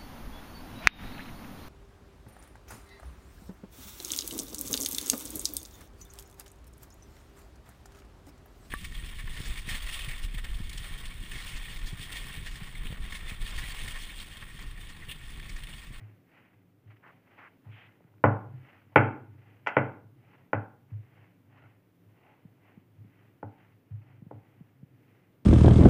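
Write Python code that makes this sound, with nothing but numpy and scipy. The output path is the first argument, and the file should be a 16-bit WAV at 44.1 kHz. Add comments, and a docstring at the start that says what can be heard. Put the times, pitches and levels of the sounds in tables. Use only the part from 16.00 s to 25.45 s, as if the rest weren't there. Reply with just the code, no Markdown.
"""A wooden pin rolls dough on a round board in a small hard room, over steady noise, faint hum and low rumble.
First come hissing strokes over dough and flour, soft thuds in the room's low modes and short scrapes;
from 2.2 to 4.5 s the pin clacks loudly, ringing board, floor and room, dulled above about 3 kHz by the
microphone. Strokes and thuds go on, with scrapes near 6 s; after 6.4 s come most of the dull pops nearby
and, at 7.4 and 8.3 s, two weak clacks. Hiss is shaped noise; board and room modes are decaying sines."""
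import sys
import numpy as np
from scipy import signal
from scipy.fft import rfft, irfft
from scipy.io import wavfile

SR = 44100
rng = np.random.default_rng(int(sys.argv[2]) if len(sys.argv) > 2 else 0)


def transcribe(signal):
    """Save signal, clipped to [-1, 1], as a 16-bit WAV file at the path in sys.argv[1]."""
    frames = np.atleast_2d(signal).T
    limited = np.clip(frames, -1, 1)
    pcm = np.round(limited * 32767).astype(np.int16)
    wavfile.write(sys.argv[1], SR, pcm)


def to_linear_factor(level_db):
    """Convert decibel levels (scalar or array-like) to linear amplitude factors."""
    exponent = np.asarray(level_db, float) / 20
    return 10 ** exponent


N = 416744
FLOOR_CUT_HZ = 88   # low cut of the rumble, and of clacks, thuds and pops


def rms_one(x):
    """Scale to unit power."""
    return x / np.sqrt(np.mean(x ** 2) + 1e-20)


def at_hz(points, hz, axis=1):
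    """Read a table column on a log-frequency axis."""
    points = np.array(points)
    return np.interp(np.log(hz), np.log(points[:, 0]), points[:, axis])


def butter(x, hz, kind, order=2):
    """Butterworth filter."""
    return signal.sosfilt(signal.butter(order, hz, kind, fs=SR, output="sos"), x)


def drift(rate_hz):
    """Random wavering of rms 1: noise through two equal poles, computed on every 40th sample."""
    r = np.exp(-2 * np.pi * rate_hz * 40 / SR)
    noise = rng.standard_normal(N // 40 + 2002)
    slow = signal.lfilter([1], [1, -2 * r, r * r], noise)[2000:]   # skip the filter's start
    return np.interp(np.arange(N) / 40, np.arange(len(slow)), rms_one(slow))


def ring(drive, hz, t60):
    """A resonance: a unit click sets a decaying sine of height 1 ringing."""
    r, w = to_linear_factor(-60 / (t60 * SR)), 2 * np.pi * hz / SR
    return signal.lfilter([0, np.sin(w)], [1, -2 * r * np.cos(w), r * r], drive + 1e-18)


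def coloured(spectrum, size=N):
    """Noise of a given spectrum, rms 1."""
    hz = np.maximum(np.arange(size // 2 + 1) * SR / size, 1)
    return rms_one(irfft(rfft(rng.standard_normal(size)) * to_linear_factor(at_hz(spectrum, hz)), size))


def add(out, s, sound):
    """Mix a sound in at a time in seconds."""
    i = round(s * SR)
    out[i:i + len(sound)] += sound[:N - i]


def push(seconds):
    """A smooth force pulse of unit area."""
    shape = np.hanning(int(seconds * SR) + 3)
    return shape / shape.sum()


# Spectrum of the background noise. Each row: frequency in Hz, relative level in dB per Hz.
NOISE_SPECTRUM = [(20, -72.5), (60, -60), (85, -11), (108, 2), (167, -5), (299, -2), (460, -9.5),
                  (750, -17.5), (1000, -20.5), (2100, -24.5), (3300, -29), (4200, -35), (6000, -37),
                  (8000, -39.5), (12000, -34.5), (15400, -29), (15600, -82)]
# Low tones where the room resonates. 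Each row: frequency in Hz, width in Hz, level in dB.
HUM_TONES = [(100.6, 1.4, -74.5), (175, 4, -73.5), (250, 12, -81.5), (280.3, 29, -73), (476.2, 140, -83.5)]


def hum():
    """Steady background: broad noise, and narrow resonances stirred by noise into wavering tones."""
    out = to_linear_factor(-67 + 0.69 * drift(1.9)) * coloured(NOISE_SPECTRUM)
    for hz, width_hz, db in HUM_TONES:
        t60 = np.log(1000) / np.pi / width_hz   # a narrower resonance rings longer
        out += to_linear_factor(db) * rms_one(ring(rng.standard_normal(N), hz, t60))
    return out


# Low standing waves of the room. Each row: frequency in Hz, level in dB, t60 in seconds.
ROOM_MODES = [(105.5, 0, .5), (130, -2, .4), (183, -18, .5), (225, -11, .3), (294, -8, .35)]
# Course of the low rumble. Each row: time in seconds, level in dB, before a slight wavering and the low cut.
RUMBLE_COURSE = [(0, -57), (.3, -73), (1.1, -65.5), (1.6, -83.5), (2.2, -61), (2.56, -42), (2.72, -68),
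                 (3.3, -50), (3.45, -62), (4.1, -58.5), (4.5, -68), (4.9, -60), (5.3, -68.5), (5.62, -60),
                 (5.9, -78), (6.5, -68), (7.3, -63), (7.85, -68.5), (8.0, -56), (8.7, -62.5), (8.95, -60),
                 (9.1, -67), (9.45, -64.5)]


def rumble():
    """Noise stirs the two lowest room modes, both with a t60 of 0.52 s, along a slow course of levels."""
    level_db = np.interp(np.arange(N) / SR, *np.transpose(RUMBLE_COURSE)) + drift(5.2)
    modes = sum(to_linear_factor(db) * rms_one(ring(rng.standard_normal(N), hz, 0.52)) for hz, db, _ in ROOM_MODES[:2])
    return to_linear_factor(level_db) * butter(rms_one(modes), FLOOR_CUT_HZ, "high", order=4)


# Hand and pin over dough and flour. Each row: time of full speed in seconds, rise in seconds,
# fall in seconds, hiss there in dB, body of the rub there in dB, both before the flicker.
STROKES = [(0.0, .1, 0.2, -65.5, -70), (0.36, 0.11, 0.25, -64, -68.5), (0.921, 0.071, 0.036, -64.5, -69),
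           (0.97, .012, 0.012, -62.5, -74), (1.08, 0.087, .12, -63.5, -62), (1.42, 0.18, 0.12, -59, -60.5),
           (1.66, 0.014, 0.047, -69, -60.5), (1.791, 0.13, .2, -60, -65), (2.14, 0.16, 0.082, -82, -78),
           (2.72, 0.26, 0.18, -63, -67.5), (2.934, 0.032, 0.056, -70.5, -64), (3.5, 0.31, 0.27, -68.5, -71),
           (4.34, 0.17, 0.16, -65.5, -66.5), (4.915, 0.042, 0.12, -72.5, -70.5),
           (5.211, 0.28, 0.17, -67, -69.5), (5.58, 0.11, 0.23, -65, -66), (6.29, 0.21, 0.23, -68, -67.5),
           (6.701, .15, 0.15, -67.5, -68.5), (7.2, 0.26, 0.22, -69.5, -74), (7.63, 0.23, .16, -68.5, -70),
           (7.91, 0.014, 0.053, -76, -74), (8.1, 0.25, 0.13, -69.5, -71), (8.5, 0.47, 0.46, -74.5, -74.5),
           (9.15, 0.38, 0.28, -73, -78)]
# Spectrum of the hiss. Each row: frequency in Hz, relative level in dB per Hz.
HISS_SPECTRUM = [(300, -62.5), (500, -28.5), (1000, -9.5), (1400, -3.5), (1800, -3.5), (2000, 0),
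                 (2250, -4), (2700, -6.5), (3100, -11.5), (3600, -26.5), (4600, -31), (7500, -43.5),
                 (10000, -83.5)]
# Spectrum of the body of the rub. Each row: frequency in Hz, relative level in dB per Hz.
BODY_SPECTRUM = [(150, -42.5), (250, -10), (400, -2), (800, 4.5), (1200, -4.5), (1800, -27), (3000, -81)]


def rubbing():
    """Each stroke swells and fades with the speed of the hand; flour grains hiss with a slight flicker."""
    ends_db, roundness = -16.5, 1.3   # level at the ends of rise and fall; 1 = pointed, 2 = round
    t, hiss, body = np.arange(N) / SR, np.zeros(N), np.zeros(N)   # hiss and body hold powers
    for s, rise_s, fall_s, hiss_db, body_db in STROKES:
        near = slice(max(round((s - 3 * rise_s) * SR), 0), round((s + 3 * fall_s) * SR))
        away = np.where(t[near] < s, (s - t[near]) / rise_s, (t[near] - s) / fall_s)
        power = to_linear_factor(ends_db * away ** roundness) ** 2
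        hiss[near] += power * to_linear_factor(hiss_db) ** 2
        body[near] += power * to_linear_factor(body_db) ** 2
    flicker = to_linear_factor(1.8 * drift(60))
    return flicker * (np.sqrt(hiss) * coloured(HISS_SPECTRUM) + np.sqrt(body) * coloured(BODY_SPECTRUM))


# Skin or wood drags and catches, starting and stopping abruptly. Each row: start in seconds,
# length in seconds, level in dB, centre in Hz, reach either side in octaves.
DRAGS = [(1.025, 0.082, -58, 1400, .55), (1.381, .097, -55, 1530, .6), (1.71, 0.16, -61, 2180, .55),
         (5.578, .09, -68, 1400, 0.11), (6.241, 0.1, -69, 815, 0.11)]


def drags():
    """A coarse scrape: noise in one band, held between short edges."""
    out, edge_s, t = np.zeros(N), 0.01, np.arange(SR // 4) / SR
    for s, length_s, db, hz, octaves in DRAGS:
        band_hz = [hz / 2 ** octaves, hz * 2 ** octaves]
        band = butter(rng.standard_normal(len(t)), band_hz, "band", order=5)
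        held = np.clip(np.minimum(t, length_s + edge_s - t) / edge_s, 0, 1)
        add(out, s, to_linear_factor(db) * rms_one(band) * held)
    return out


# Short dull pops nearby. Each row: start in seconds, level in dB before a common lift of 8 dB,
# pitch in Hz that the fall settles to.
POPS = [(2.045, -49, 151), (6.451, -40.5, 150), (6.774, -42.5, 168), (7.046, -45, 169.6), (8.221, -39, 154),
        (8.265, -38.5, 141), (8.608, -38.5, 140.4), (8.829, -38.5, 141.2)]


def pops():
    """A cycle or two at low pitch, falling as it dies."""
    out, t = np.zeros(N), np.arange(SR // 10) / SR
    for s, db, hz in POPS:
        phase = 2 * np.pi * hz * (t + 0.0017 * (1 - np.exp(-t / 0.0079)))
        envelope = (1 - np.exp(-t / 0.0015)) * np.exp(-t / 0.0047)
        add(out, s, -to_linear_factor(db + 8.0) * np.sin(phase) * envelope)
    return out


# Soft pushes through board and floor. 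Each row: time in seconds (the swell starts 9 ms before),
# level in dB before a common lift of 2.5 dB, share of the upper mode from 0 to 1, free ringing in seconds.
THUDS = [(0.018, -38.5, 0.16, 0.11), (0.541, -54, 0.37, 0.069), (0.863, -44, 0.22, 0.071),
         (1.668, -37.5, 0.3, 0.1), (1.85, -53, 0.35, 0.048), (2.248, -14.5, 0.42, 0.11),
         (2.966, -14.5, 0.5, 0.13), (3.339, -45.5, 0.03, 0.066), (3.775, -22.5, 0.68, 0.14),
         (4.033, -53, 0.13, 0.11), (4.158, -52, 0.32, 0.053), (4.547, -25, 0.27, 0.053),
         (4.925, -29.5, 0.18, 0.082), (5.192, -47.5, 0.5, 0.089), (5.629, -47.5, 0.45, 0.13),
         (6.061, -53.5, 0.2, 0.068), (6.985, -39.5, 0.27, 0.081), (7.44, -36, 0.17, 0.051),
         (7.916, -30, 0.31, 0.07), (8.107, -51, 0.27, 0.11), (8.341, -41.5, 0.23, 0.063)]


def thuds():
    """Pushes swell the lowest two standing waves, damped once the load shifts."""
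    out, t = np.zeros(N), np.arange(SR // 2) / SR
    (low_hz, _, low_t60), (up_hz, _, up_t60) = ROOM_MODES[:2]
    low = np.sin(2 * np.pi * low_hz * t) * to_linear_factor(-60 * t / low_t60)
    up = np.sin(2 * np.pi * up_hz * t) * to_linear_factor(-60 * t / up_t60)
    swell = (1 - np.exp(-t / 0.0041)) ** 2
    for s, db, upper, free_s in THUDS:
        pair = (1 - upper) * low + upper * up
        damped = to_linear_factor(-14.0 * np.clip((t - free_s) / 0.063, 0, 1))
        add(out, max(s - .009, 0), to_linear_factor(db + 2.5) * pair * swell * damped)
    return out


def booms(floor):
    """Blows pushed into the floor ring the upper standing waves of the room."""
    return sum(to_linear_factor(db) * ring(floor, hz, t60) for hz, db, t60 in ROOM_MODES[2:])


# Diffuse tail of the room. Each row: frequency in Hz, t60 in seconds, relative level in dB.
REVERB = [(150, 0.64, -2), (298, 0.54, 3.5), (450, 0.41, -1), (626, 0.3, 0.5), (842.2, 0.46, -3),
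          (1130, 0.36, -4.5), (1400, 0.42, -2), (1800, .34, -5), (2500, .36, -4), (3500, 0.36, -5.5)]
# Reflections from floor and walls. Each row: lag in seconds, level in dB.
ECHOES = [(.0021, -5.5), (.0095, -7.5), (0.017, -10.5), (0.0225, -13)]


def room(x):
    """A few strong echoes, and a diffuse tail that builds up and dies band by band."""
    t, edges = np.arange(SR) / SR, 140 * 2 ** np.arange(0, 5.6, .25)   # quarter octaves, Hz
    tail = np.zeros(SR)
    for low, high in zip(edges, edges[1:]):
        hz = np.sqrt(low * high)
        band = butter(rng.standard_normal(SR), [low, high], "band")
        tail += band * to_linear_factor(at_hz(REVERB, hz, axis=2) - 60 * t / at_hz(REVERB, hz))
    tail *= 1 - np.exp(-t / 0.001)
    tail *= to_linear_factor(-8.5) / np.sqrt(np.sum(tail ** 2))   # energy of the whole tail, dB
    for lag, db in ECHOES:
        tail[round(lag * SR)] += to_linear_factor(db)
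    return signal.fftconvolve(x, tail)[:N]


def dull(x):
    """Loud peaks are rounded, then the microphone rolls off steeply."""
    overload, cut_hz = 0.81, 2830
    return butter(overload * np.tanh(x / overload), cut_hz, "low", order=6)


# Pin on board. Each row: start in seconds, peak in dB before room and microphone, lowest and highest Hz
# of the contact, push into the floor in dB, treble spray in dB before its filters,
# level sent to the room in dB relative to the peak.
CLACKS = [(2.004, -50.5, 250, 794, -70, -89, -12), (2.04, -61.5, 1191, 2200, -79.5, -102, -9.5),
          (2.077, -62.5, 1230, 1990, -81, -98.5, -4), (2.138, -60.5, 700, 1500, -77.5, -95.5, -9),
          (2.181, -59.5, 1800, 2500, -84.5, -99, -10.5), (2.2391, -5.5, 705, 1262, -12.5, -67, -1),
          (2.959, 1, 382, 2580, -22, -62, -2), (3.663, -27.5, 900, 3500, -71, -76, 0),
          (3.670, -14, 900, 6450, -41.5, -45, -1), (3.767, -7, 405, 2220, -19.5, -66, -2),
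          (4.531, -13.5, 400, 1660, -26, -73, -4), (7.428, -27, 450, 989, -35, -87.5, -5),
          (8.31, -32.5, 450, 720, -40, -90, -5.5)]
# Modes of board and pin. Each row: frequency in Hz, relative level in dB before a random spread, t60 in seconds.
BOARD_MODES = [(295, -5, 0.033), (422.4, -6, 0.025), (610, -0.5, 0.02), (755, -2.5, 0.022), (900, 1, 0.013),
               (1240, -1.5, .009), (1500, 0.5, 0.01), (1940, -5, 0.013), (2150, -1.5, .008),
               (2650, -3, 0.0067), (3137, -8, 0.012)]


def clacks():
    """Each blow is a quick clatter of contacts into the board's modes; its contact band sets how dull it is."""
    (out, sent, floor, spray), t = np.zeros((4, N)), np.arange(SR // 8) / SR
    spread_db = rng.normal(0, 0.91, (len(CLACKS), len(BOARD_MODES)))
    signs = (-1) ** np.arange(len(BOARD_MODES))   # neighbours alternate, so no hollows lie between them
    for (s, db, low_hz, high_hz, push_db, spray_db, tail_db), own_db in zip(CLACKS, spread_db):
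        touch = .02 * rng.standard_normal(len(t)) * np.exp(-t / .004)   # rough wood clatters a little
        touch[[0, round(.0032 * SR)]] += [-1, .2]   # hit and bounce
        touch = butter(butter(touch, high_hz, "low", order=3), low_hz, "high")
        knock = np.zeros(len(t))
        for (hz, mode_db, t60), extra_db, sign in zip(BOARD_MODES, own_db, signs):
            knock += sign * to_linear_factor(mode_db + extra_db) * ring(touch, hz, t60)
        knock /= np.abs(knock).max()
        add(out, s, to_linear_factor(db) * knock)
        add(sent, s, to_linear_factor(db + tail_db) * knock)
        add(floor, s, to_linear_factor(push_db) * push(0.0024))
        fading = np.exp(-t / 0.011) + 0.12 * np.exp(-t / .03)
        add(spray, s, to_linear_factor(spray_db) * rng.standard_normal(len(t)) * fading)
    return out, sent, floor, butter(butter(spray, [3600, 6000], "band"), 3000, "high")


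def scene():
    """Everything at the microphone; its dullness acts on the clacks and their room sound."""
    knocks, sent, floor, spray = clacks()
    low = booms(floor) + thuds() + pops()
    struck = butter(dull(knocks + room(sent)) + low, FLOOR_CUT_HZ, "high", order=6)
    return (struck + spray + rubbing() + rumble() + drags() + hum())[None]


def low_pass(x):
    """Removes everything above the highest recorded frequency."""
    return signal.sosfilt(signal.butter(12, 15500, fs=SR, output="sos"), x)


def record(dry):
    """The finished mix is taken down as it stands at the microphone."""
    return low_pass(dry)


dry = scene()
out = record(dry)
transcribe(out)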